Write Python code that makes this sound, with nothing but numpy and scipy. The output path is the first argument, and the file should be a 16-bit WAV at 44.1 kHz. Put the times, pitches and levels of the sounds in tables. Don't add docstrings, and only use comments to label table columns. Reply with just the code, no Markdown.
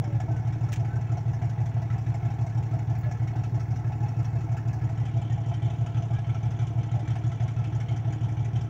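import sys
import numpy as np
from scipy import signal
from scipy.fft import rfft, irfft
from scipy.io import wavfile

SR = 44100
rng = np.random.default_rng(int(sys.argv[2]) if len(sys.argv) > 2 else 0)


def put_to_file(sound):
    columns = np.atleast_2d(sound).T
    safe = np.clip(columns, -1, 1)
    whole_steps = np.round(safe * 32767)
    wavfile.write(sys.argv[1], SR, whole_steps.astype(np.int16))


def how_loud(loudness_db):
    steps = np.asarray(loudness_db, float) / 20
    return 10 ** steps


N = 383229
CYCLE_HZ = 6.187
CYCLES = 62
STEP = 16
VOICE_EDGES_HZ = [1130, 4500]

# (time [s], turned [0-1])
TURN = [
    (0, 0.29),
    (4.8, 0.02),
    (5.2, 1),
    (8.69, 0.82),
]


def at_hz(points, hz):
    points_hz, values = np.transpose(points)
    return np.interp(np.log(hz), np.log(points_hz), values)


def in_time(rows):
    return np.interp(np.arange(N) / SR, *np.transpose(rows))


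def rms_one(x):
    return x / np.sqrt(np.mean(x ** 2) + 1e-20)


def band(x, low_hz, high_hz):
    return signal.sosfilt(signal.butter(2, [low_hz, high_hz], "band", fs=SR, output="sos"), x)


def ring(x, hz, width_hz):
    r = np.exp(-np.pi * width_hz / SR)
    w = 2 * np.pi * hz / SR
    return signal.lfilter([0, np.sin(w)], [1, -2 * r * np.cos(w), r * r], x)


def times_of(place):
    # (time [s], crank lead [ms])
    lead = [(0, -.3), (.7, .7), (1.7, -.75), (2.4, -.15), (3.2, -1.3), (3.9, -1.7), (4.5, -3), (5.9, -3.1),
            (6.3, -2.1), (7.5, -3.9), (8.3, -2.8), (8.69, -3)]
    steady_s = (np.arange(-7, CYCLES - 7) + place) / CYCLE_HZ
    return steady_s - np.interp(steady_s, *np.transpose(lead)) / 1000


def looped_clicks(table, spread_db):
    clicks = np.zeros(N + SR)
    for place, strength in table:
        at = np.round((times_of(place) + 1) * SR).astype(int)
        size = strength * how_loud(spread_db * rng.standard_normal(len(at)))
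        inside = (at >= 0) & (at < N + SR)
        clicks[at[inside]] = size[inside]
    return clicks


def exhaust():
    cylinders = [(.920, .143), (.0955, .176), (.2554, .107), (.4253, .146), (.5947, .073), (.7573, .171)]
    # (frequency [Hz], width [Hz], signed share [1])
    pipe = [(99.2, 29.5, .747), (115.2, 5.4, .57), (119.35, 8.9, -1.421), (172.3, 15.4, .091)]
    # (time [s], level [dB])
    boom_db = [(0, -26), (4.2, -26.4), (5.8, -26), (8.1, -26.5), (8.69, -26)]
    pulses = looped_clicks(cylinders, spread_db=.5)
    boom = sum(share * ring(pulses, hz, width_hz) for hz, width_hz, share in pipe)
    boom = signal.sosfilt(signal.butter(2, 41.1, "high", fs=SR, output="sos"), boom)
    boom = signal.sosfiltfilt(signal.butter(2, 420, "low", fs=SR, output="sos"), boom)
    return how_loud(in_time(boom_db)) * rms_one(boom[SR:])


def hull():
    # (frequency [Hz], width [Hz], level [dB])
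    modes = [(232, 25, -36), (256.8, 6.7, -41), (309.7, 9.26, -23), (372.4, 25, -31.5), (472, 13, -34.5)]
    # (place in cycle [0-1], level [dB])
    thumps = [(0.06, -26), (0.111, -22.5), (.47, -22), (.74, -30), (0.789, -24), (.885, -21.5)]
    blows = [(place, how_loud(db)) for place, db in thumps]
    out = np.zeros(N + SR)
    for hz, width_hz, db in modes:
        out += how_loud(db) * ring(looped_clicks(blows, spread_db=4.5), hz, width_hz)
    return out[SR:]


def rumble():
    # (frequency [Hz], density [dB per Hz])
    spectrum = [(4, -23), (12, -6.5), (25, -8.5), (60, -6), (95, 5), (120, -8.5), (150, -3.5), (200, -5.5),
                (310, -7.5), (450, -14), (600, -37.5)]
    hz = np.maximum(np.arange(N // 2 + 1) * SR / N, 1)
    gain = how_loud(at_hz([*spectrum, (2000, -65.0)], hz))
    return how_loud(-43) * rms_one(irfft(rfft(rng.standard_normal(N)) * gain, N))


def every_cycle(table, spread_db):
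    rows = np.vstack([np.c_[times_of(place), np.tile(levels, (CYCLES, 1))] for place, *levels in table])
    rows[:, 1:] += spread_db * rng.standard_normal((len(rows), 3))
    return rows


def valve_knocks():
    # (place in cycle [0-1], block ring [dB], deck rattle [dB], tick [dB])
    valves = [
        (.243, -43.5, -53.5, -60),
        (.757, -46.5, -55, -68.5),
    ]
    # (ring [dB], rattle [dB], tick [dB])
    chance_db = (2.0, 1.6, 1.8)
    # (time [s], extra on deck [dB], extra in block [dB])
    odd_knocks = [(.201, 4.5, 5), (.286, -3, 8.5), (1.17, 2, 9.5), (1.418, 4.5, 6), (1.494, 0.5, -4),
                  (1.656, 2, -2), (1.903, 5, -11), (2.065, 4, -7), (2.14, 2.5, 3.5), (3.111, 3, 2),
                  (3.358, 6, 5), (3.519, -6, -8), (4.244, 2.5, 2), (4.405, 0, -4), (4.566, 4, -4),
                  (4.891, 0, 4), (5.054, 2, 4), (5.376, -6, 1.5), (5.785, -5, -9), (5.946, 4, -1),
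                  (6.591, 4, 3), (6.754, -10, -3), (6.916, 3, 0.5), (7.076, 5.5, 1), (7.401, 4.5, 1),
                  (7.478, 2.5, -5), (7.639, 4.5, -3), (7.801, 4, 0), (7.886, 4, -8), (8.122, 4, 0)]
    turned_tick_db = 4
    rows = every_cycle(valves, np.array(chance_db))
    plain = every_cycle(valves, 0)
    for s, deck_db, block_db in odd_knocks:
        nearest = np.argmin(abs(rows[:, 0] - s))
        rows[nearest] = plain[nearest] + [0, block_db, deck_db, deck_db]
    second = len(rows) // 2
    rows[second:, 3] += turned_tick_db * np.interp(rows[second:, 0], *np.transpose(TURN))
    return rows


def knock_list():
    # (place in cycle [0-1], block ring [dB], deck rattle [dB], tick [dB])
    contacts = [(0.106, -45, -59, -70), (0.412, -52.5, -66.5, -68), (.455, -50.5, -60.5, -70.5),
                (0.599, -51.5, -60, -70.5), (0.912, -44, -57, -62.5), (0.976, -46, -59, -67.5)]
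    rows = np.vstack([valve_knocks(), every_cycle(contacts, 1.6)])
    return rows[(rows[:, 0] > .003) & (rows[:, 0] < (N - STEP) / SR)]


def shaking(knocks, voice, hold_ms, fall_ms, spread_db, churn_db, lead_s):
    # (ring [dB], rattle [dB], tick [dB])
    between_db = (-46, -60.5, -69.5)
    chance = np.clip(rng.standard_normal(len(knocks)), -2, 1.4)
    level = how_loud(knocks[:, 1 + voice] + spread_db * chance)
    start_s = np.maximum(knocks[:, 0] - lead_s, 0)
    power = np.zeros(N // STEP + 1)
    np.add.at(power, (start_s * SR / STEP).astype(int), level ** 2)
    ms = np.arange(200) * STEP / SR * 1000
    shape = (1 - np.exp(-ms / 0.86)) * np.exp(-np.maximum(ms - hold_ms, 0) / fall_ms)
    power = np.convolve(power, shape)[:len(power)] + how_loud(between_db[voice] + churn_db) ** 2
    return np.interp(np.arange(N) / STEP, np.arange(len(power)), np.sqrt(power))


def clatter():
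    # (frequency [Hz], density within voice [dB per Hz])
    facing = [(600, -5), (700, -2.5), (850, 4.5), (950, -3), (1100, -8), (1300, 5), (2200, 0), (3000, -8),
              (4200, -17.5), (4600, 1), (6000, 7.5), (7500, -5), (8100, -12.5), (11000, -18.5)]
    # (frequency [Hz], density within voice [dB per Hz])
    away = [(600, -4), (700, -7), (850, -3.5), (950, -2.5), (1100, -9), (1300, 6), (2300, -0.5),
            (2700, -1.5), (3200, -1), (4200, -16.5), (4600, 0.5), (6300, 5.5), (7500, -12.5), (9300, -11),
            (10300, -30)]
    # (frequency [Hz], gain [dB])
    capsule = [(11000, -1.5), (12300, 4.5), (13700, -2), (15000, 6.5), (16000, 5)]
    # (frequency [Hz], extra level [dB])
    churn = [(900, 0), (1200, 4.5), (1900, 3.5), (2400, 0), (8000, 0), (10000, 6), (16000, 10)]
    plate_hz = [684, 745, 831, 1324, 1704, 1972, 2185, 2327, 3100, 3400, 5080, 5593, 6079, 6765, 7560, 8300,
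                1080, 1520, 2600, 2850, 3750, 4250, 7150]
    # (width [Hz], level before turn [dB], level after turn [dB])
    plates = [(38, -2, -1), (40.7, -4.5, -8), (51.7, -4, -3.5), (35.8, -7, -5), (51, -6.5, -13.5),
              (40, -11, -13), (59.4, -8.5, -10.5), (50.3, -17.5, -6.5), (90, -22.5, -6.5), (90, -21.5, -10),
              (80, -16.5, -16.5), (70, -8, -9.5), (110, -15.5, -4), (90, -11.5, -7.5), (50, -17.5, -20),
              (150, -27.5, -24), (50.3, -18.5, -17.5), (50, -13, -18), (50, -12, -14), (70, -19.5, -15.5),
              (70, -23.5, -19.5), (60, -23, -22.5), (80, -12, -12)]
    hold_ms, fall_ms, voice_db = (-2.5, 16.5, 16.0), (11.0, 11.0, 5.5), (-8.0, -3.0, -6.5)
    band_spread_db, plate_spread_db = (2.0, 3.0, 3.5), (3.0, 5.5, 6.5)
    voice_width_hz = (400, 2500, 3000)
    build_cycles = 6.0

    knocks, turned, out = knock_list(), in_time(TURN), np.zeros(N)
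    grains = rng.standard_normal((2, N)) * how_loud(2.6 * rng.standard_normal((2, N)))
    grains = grains / grains.std()

    edges_hz = 450 * 2 ** (np.arange(32) / 6)
    for k, (low_hz, high_hz) in enumerate(zip(edges_hz, edges_hz[1:])):
        hz = np.sqrt(low_hz * high_hz)
        voice = np.searchsorted(VOICE_EDGES_HZ, hz)
        force = grains[k % 2] * shaking(knocks, voice, hold_ms[voice], fall_ms[voice], band_spread_db[voice],
                                        churn_db=at_hz(churn, hz), lead_s=build_cycles / hz)
        before_db = at_hz(facing, hz)
        colour_db = before_db + at_hz(capsule, hz) + turned * (at_hz(away, hz) - before_db)
        unit = np.sqrt(SR / 2 / voice_width_hz[voice])
        out += how_loud(colour_db + voice_db[voice]) * unit * band(force, low_hz, high_hz)

    for k, (hz, (width_hz, before_db, after_db)) in enumerate(zip(plate_hz, plates)):
        voice = np.searchsorted(VOICE_EDGES_HZ, hz)
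        envelope = shaking(knocks, voice, .4 * hold_ms[voice], fall_ms[voice], plate_spread_db[voice],
                           churn_db=at_hz(churn, hz) - 9, lead_s=build_cycles / hz)
        force = grains[k % 2][::-1] * envelope
        unit = np.sqrt(4 * np.pi * width_hz / SR)
        plate = band(ring(force, hz, width_hz), hz / 1.1, hz * 1.1)
        out += how_loud(before_db + turned * (after_db - before_db)) * unit * plate

    skirt = signal.sosfilt(signal.butter(4, 9300, "high", fs=SR, output="sos"), out)
    return out - .5 * turned * skirt


def gusts():
    return np.interp(np.arange(N) / SR, np.arange(72) / 8, rng.standard_normal(72))


def top_hiss():
    facing_db, turned_db, sway_db = -84, -85, 2.0
    air_db = -13.5
    level_db = facing_db + in_time(TURN) * (turned_db - facing_db) + sway_db * gusts()
    white = rng.standard_normal(N)
    peak = rms_one(band(band(white, 14600, 16600), 14300, 16800))
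    air = rms_one(band(white, 9500, 13500))
    return how_loud(level_db) * (peak + how_loud(air_db) * air)


def cries():
    # (start [s], length [s], from [Hz], to [Hz], level [dB])
    calls = [(0, 0.2, 606, 547, -49.5), (.285, .135, 1550, 1480, -54), (.67, 0.083, 597, 595, -52),
             (.875, .13, 1500, 1564, -52), (3.05, 0.054, 620, 600, -45), (4.86, 0.065, 1800, 1960, -58),
             (5.296, 0.048, 1870, 1830, -53), (5.543, 0.056, 1910, 1910, -59),
             (6.11, 0.057, 1176, 1216, -56), (6.124, 0.1, 1595, 1710, -53), (6.941, 0.09, 622, 580, -48),
             (.02, 0.037, 828, 715, -44.5), (4.02, 0.052, 838, 820, -38.5), (6.927, 0.071, 837, 702, -43.5)]
    out = np.zeros(N)
    for s, length_s, from_hz, to_hz, db in calls:
        size = round(length_s * SR)
        sway = rms_one(band(rng.standard_normal(9000), 15, 60))
        flutter = how_loud(2.0 * sway[-size:])
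        tone = np.sin(2 * np.pi * np.cumsum(np.linspace(from_hz, to_hz, size)) / SR)
        out[round(s * SR):][:size] += how_loud(db) * np.sqrt(2 * np.hanning(size)) * flutter * tone
    return out


def crackles():
    # (time [s], length [ms], level at 2-8 kHz [dB], level above 10 kHz [dB])
    touches = [(.7205, 9, -42, -58), (.7285, 3.2, -36, -44), (.732, 10, -45, -54), (.738, 7.1, -44, -62),
               (0.76, 4.4, -42.5, -71), (.764, 18, -55, -80), (.5503, 1.3, -52, -75),
               (2.5762, 1.5, -71, -73), (2.9805, 1.3, -75, -62), (2.9865, 2.5, -70, -50),
               (2.9997, 2.5, -70, -59), (3.0098, 13, -74, -60), (3.048, 4, -74, -59),
               (3.1145, 3.3, -70, -63), (3.5307, 1.7, -81, -59), (4.2303, 4.4, -53, -65),
               (4.6843, 4.7, -52, -65)]
    mid, top = np.zeros(N), np.zeros(N)
    ms = np.arange(2000) / SR * 1000
    for s, length_ms, mid_db, top_db in touches:
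        at = round(s * SR)
        fade = np.exp(-ms / length_ms)
        mid[at:at + len(ms)] += how_loud(mid_db) * fade
        top[at:at + len(ms)] += how_loud(top_db) * fade ** 1.5
    white = rng.standard_normal((2, N))
    dull = rms_one(band(white[0], 1300, 2940) + 0.64 * band(white[0], 5600, 7100))
    bright = rms_one(band(white[1], 14400, 16400) + 0.21 * band(white[1], 12000, 13000))
    return mid * dull + top * bright


def scene():
    engine = exhaust() + hull() + rumble() + clatter()
    return (engine + top_hiss() + cries() + crackles())[None, :]


def top_cut(x):
    return signal.sosfilt(signal.butter(12, 17080, fs=SR, output="sos"), x)


def record(dry):
    cut = signal.sosfilt(signal.ellip(12, .5, 45, 15740, fs=SR, output="sos"), dry)
    return top_cut(cut)


dry = scene()
out = record(dry)
put_to_file(out)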